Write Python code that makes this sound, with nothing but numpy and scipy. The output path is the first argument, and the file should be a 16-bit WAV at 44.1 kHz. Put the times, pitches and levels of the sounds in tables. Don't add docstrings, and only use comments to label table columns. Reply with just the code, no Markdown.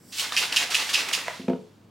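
import sys
import numpy as np
from scipy import signal
from scipy.io import wavfile

SR = 44100
rng = np.random.default_rng(int(sys.argv[2]) if len(sys.argv) > 2 else 0)


def waveform_to_disk(signal):
    frames = np.transpose(np.atleast_2d(signal))
    scaled = np.clip(frames, -1, 1) * 32767
    samples = np.round(scaled).astype(np.int16)
    wavfile.write(sys.argv[1], SR, samples)


N = 83790
T = np.arange(N) / SR


def amp(db):
    return 10 ** (np.asarray(db) / 20)


def unit(x):
    return x / np.sqrt(np.mean(x ** 2) + 1e-20)


def fade(age_s, fade_s):
    return np.exp(-np.log(1000) * age_s / fade_s)


def level_at(spectrum, hz):
    pitches, levels = np.transpose(spectrum)
    return np.interp(np.log(hz), np.log(pitches), levels)


def highpass(x, hz):
    return signal.sosfilt(signal.butter(2, hz, "high", fs=SR, output="sos"), x)


def ring(x, hz, fade_s):
    decay, step = fade(1 / SR, fade_s), 2 * np.pi * hz / SR
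    return signal.lfilter([0, np.sin(step)], [1, -2 * decay * np.cos(step), decay ** 2], x + 1e-18)


def clicks(times, gains):
    return np.bincount((np.atleast_1d(times) * SR).astype(int), np.atleast_1d(gains), N)[:N]


def crackle(per_s, spread_db):
    size = amp(spread_db * np.minimum(rng.exponential(1, N), 4))
    return (rng.random(N) < per_s / SR) * size * rng.choice([-1, 1], N)


def coloured(sources, spectrum, bands=16):
    edges = np.geomspace(spectrum[0][0], min(spectrum[-1][0] * 1.1, .45 * SR), bands + 1)
    out = 0
    for k, (low, high) in enumerate(zip(edges, edges[1:])):
        band = signal.butter(2, [low, high], "band", fs=SR, output="sos")
        gain = amp(level_at(spectrum, np.sqrt(low * high)))
        out = out + gain * signal.sosfilt(band, sources[k % len(sources)] + 1e-18)
    return unit(out)


def stereo(mid, side, side_db, centred_below_hz=320):
    return mid + amp(side_db) * highpass(side, centred_below_hz) * np.array([[1], [-1]])


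def air(noise_db=-55.5, hum_hz=101, hum_db=-64):
    # pitch_hz, level_db
    spectrum = [(25,-28.5),(50,-18),(80,-11),(120,-2),(200,1.5),(300,-5),(450,-11),(900,-17),(1600,-22),(3000,-34),(6000,-52),(16000,-38)]
    mid, side = [coloured(rng.standard_normal((2, N)), spectrum, bands=20) for _ in range(2)]
    hum = unit(np.sin(2 * np.pi * hum_hz * T))
    return amp(noise_db) * stereo(mid, side, side_db=-6) + amp(hum_db) * hum


def room(x, build_s=.0077, low_fade_s=.34, treble_fade_s=.3, treble_hz=2500):
    noise = stereo(*rng.standard_normal((2, N)), side_db=-8.5)
    low = signal.sosfilt(signal.butter(1, treble_hz, fs=SR, output="sos"), noise)
    tail = low * fade(T, low_fade_s) + (noise - low) * fade(T, treble_fade_s)
    echoes = unit(tail * (1 - np.exp(-T / build_s))) / np.sqrt(N)
    return signal.fftconvolve(x[None], echoes, axes=1)[:, :N]


def table_thump(push_db=-2.5, tick_fade_s=.039, low_hz=135):
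    # start_s, level_db, contact_s, tick_db
    bumps = [(1.394, -30.5, 0.0025, -48), (1.440, -35, 0.0026, -63.5), (1.4816, -17.5, 0.0014, -26.5),
             (1.498, -23, 0.00079, -32), (1.533, -27.5, 0.00041, -38)]
    # pitch_hz, level_db, fade_s
    tones = [(174.7, -4.5, 0.12), (202.8, 5, 0.083), (263.6, 0.5, 0.16), (355, -3.5, 0.25), (435, -5, 0.2),
             (484, -3.5, 0.099), (562, -8, 0.12), (673.7, -6, 0.15), (787, -11, 0.087), (933, -9.5, .1),
             (1480, -11, 0.017), (2940, -6, 0.01)]
    # pitch_hz, level_db
    tick_spectrum = [(350, 4.5), (700, 4.5), (1200, -6), (1900, -12.5), (2800, -11.5), (5000, -29),
                     (9000, -43)]
    force, grit, body = 0, 0, 0
    for start_s, db, contact_s, tick_db in bumps:
        age = np.maximum(T - start_s, 0)
        push = age * np.exp(-2 * np.pi * age / contact_s)
        force = force + amp(db + push_db) * push / push.sum()
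        grit = grit + amp(tick_db) * (age > 0) * fade(age, tick_fade_s)
    for k, (hz, db, fade_s) in enumerate(tones):
        body = body + (-1) ** (k // 2) * amp(db) * ring(force, hz, fade_s)
    ticks = grit * coloured(rng.standard_normal((2, N)), tick_spectrum, bands=10)
    return highpass(highpass(body, low_hz), low_hz) + ticks


def fizz():
    # time_s, level_db
    levels = [(0, -65.5), (.07, -57.5), (.11, -52), (.2, -35.5), (.3, -59), (1.15, -48), (1.35, -76),
              (1.6, -87.5)]
    # pitch_hz, level_db
    spectrum = [(5000, -4.5), (6500, 2.5), (9000, -0.5), (15500, -9.5)]
    mid, side = [coloured([crackle(per_s=10000, spread_db=0)], spectrum, bands=4) for _ in range(2)]
    return amp(np.interp(T, *np.transpose(levels))) * stereo(mid, side, side_db=-12)


def foam():
    # time_s, level_db
    levels = [(0, -68), (.09, -66), (.14, -50), (.2, -44), (.55, -43.5), (1.1, -38), (1.29, -41.5),
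              (1.36, -42.5), (1.44, -53), (1.6, -83), (1.9, -90.5)]
    return amp(np.interp(T, *np.transpose(levels)))


def surge(lag_s=0, width_s=.022):
    # peak_s, level_db
    swells = [(0.239, -33.5), (0.43, -28.5), (.620, -27), (.806, -30), (0.998, -28), (1.185, -34.5)]
    return sum(amp(db) * np.exp(-.5 * ((T - peak_s - lag_s) / width_s) ** 2) for peak_s, db in swells)


def gurgle(bubbles_per_s=1800, sizes=30, fade_cycles=16.3, surge_db=-7, foam_db=-5.5):
    # pitch_hz, level_db
    spectrum = [(250, -7.5), (400, -3.5), (650, -2.5), (1000, 0.5), (1400, -1.5), (2000, 2.5), (2600, -1.5)]
    pitches = np.geomspace(spectrum[0][0], spectrum[-1][0], sizes)
    shares = unit(amp(level_at(spectrum, pitches)) * np.sqrt(pitches)) / np.sqrt(sizes)
    forth, back, churning = surge(), surge(lag_s=.098), amp(foam_db) * foam()
    out = 0
    for hz, share in zip(pitches, shares):
        back_db = -2.5 + 1.5 * np.log2(hz / np.median(pitches))
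        flow = amp(surge_db) * (forth + amp(back_db) * back) + churning
        bubbles = ring(crackle(bubbles_per_s / sizes, spread_db=2.5), hz, fade_cycles / hz)
        out = out + share * flow * unit(np.gradient(bubbles))
    return out


def gulps(low_hz=480):
    # start_s, level_db, pitch_hz
    pockets = [(.3222, -21, 1250), (.822, -29, 390), (1.178, -29, 530), (1.2822, -16.5, 684),
               (1.307, -27, 650)]
    # pitch_multiple, level_db, fade_s
    tones = [(1, -2, .025), (1.45, -3, .016), (2.4, -5, .01), (2.9, -4, 0.015)]
    out = sum(ring(clicks(start_s, amp(db + tone_db)), hz * multiple, fade_s)
              for start_s, db, hz in pockets for multiple, tone_db, fade_s in tones)
    return highpass(highpass(out, low_hz), low_hz)


def clacks(gain_db=-2.5, scatter_db=2, low_hz=1300):
    # start_s, level_db, brightness_db_per_octave
    hits = [(.196, -22.5, -10), (0.3658, -5.5, 2.5), (0.3724, -9.5, -10), (0.3762, -8, -3.5),
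            (0.3822, -12, -6), (0.3868, -15, -2.5), (0.39, -13.5, 0), (0.5259, -14.5, 6),
            (0.562, -12.5, 8.5), (.569, -4.5, -0.5), (.575, -14, 8), (0.579, -11.5, -8), (.745, -8.5, -6.5),
            (0.7516, -6, 0.5), (.765, -14.5, -10), (0.9418, -11.5, -1), (.945, -14, 8.5),
            (0.9513, -11.5, -5.5), (.954, -11.5, -5.5), (0.957, -9, 0), (.966, -11, 1.5), (1.1342, -17, -2),
            (1.139, -15, -8), (1.150, -14, 8), (1.416, -36, 1.5)]
    # pitch_hz, level_db, fade_s
    tones = [(1760, -14, 0.0087), (2534, -4.5, 0.019), (2825, -1.5, .016), (3200, -6, 0.012),
             (4200, -15, 0.0056), (5107, -5.5, 0.0073), (6900, -19, 0.0038), (9700, -21.5, 0.0027)]
    start_s, hit_db, brightness = np.transpose(hits)
    main_hz = tones[2][0]
    out = 0
    for k, (hz, tone_db, fade_s) in enumerate(tones):
        db = gain_db + hit_db + tone_db + brightness * np.log2(hz / main_hz)
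        db += scatter_db * rng.standard_normal(len(hits))
        out = out + (-1) ** k * ring(clicks(start_s, amp(db)), hz, fade_s)
    return highpass(out, low_hz)


def droplets(spectrum, drops_per_s=16000):
    mid, side = [coloured([crackle(drops_per_s / 2, spread_db=3) for _ in range(2)], spectrum)
                 for _ in range(2)]
    return stereo(mid, side, side_db=-12)


def splashes(splash_db=.5, foam_db=-2.5, surge_db=-1):
    # start_s, level_db, rise_s, fade_s
    hits = [(0.121, -39, .006, 3), (0.163, -26, 0.037, 0.2), (0.32, -34.5, 0.0013, 0.9),
            (0.363, -22.5, 0.011, 0.31), (0.522, -29.5, 0.0015, 0.32), (0.559, -21.5, 0.0033, 0.23),
            (0.702, -29.5, 0.0028, 1.41), (.742, -22, 0.0055, 0.1757), (.890, -28.5, 0.0071, 0.13),
            (0.927, -21.5, 0.017, 0.14), (1.084, -26.5, 0.0065, 0.03), (1.126, -20.5, 0.01, 0.1042),
            (1.279, -36, .002, 0.02)]
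    # pitch_hz, level_db
    spray_spectrum = [(600, -23), (1200, -14), (2000, -7.5), (2800, 1), (3900, -0.5), (5200, -2.5),
                      (7000, -6), (10000, -12.5), (15500, -24)]
    # pitch_hz, level_db
    churn_spectrum = [(600, -14.5), (1200, -8.5), (2000, -3), (2900, -0.5), (4000, 0), (5500, -4.5),
                      (8000, -11.5), (15500, -24.5)]
    power = 0
    for start_s, db, rise_s, fade_s in hits:
        age = T - start_s
        burst = np.clip(age / rise_s, 0, 1) * fade(np.maximum(age - rise_s, 0), fade_s)
        power = power + (amp(db + splash_db) * burst) ** 2
    churn = np.hypot(amp(foam_db) * foam(), amp(surge_db) * surge())
    return np.sqrt(power) * droplets(spray_spectrum) + churn * droplets(churn_spectrum)


def scene(bottle_echo_db=-5.5, table_echo_db=-7.5, right_louder_db=1.37):
    bottle = splashes() + fizz() + gurgle() + clacks() + gulps()
    bottle = bottle + amp(bottle_echo_db) * room(bottle.mean(axis=0))
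    balance = amp([[-right_louder_db / 2], [right_louder_db / 2]])
    thump = table_thump()
    return bottle * balance + thump + amp(table_echo_db) * room(thump) + air()


def record(dry):
    return signal.sosfilt(signal.ellip(12, .1, 80, 16000, fs=SR, output="sos"), dry)


dry = scene()
out = record(dry)
waveform_to_disk(out)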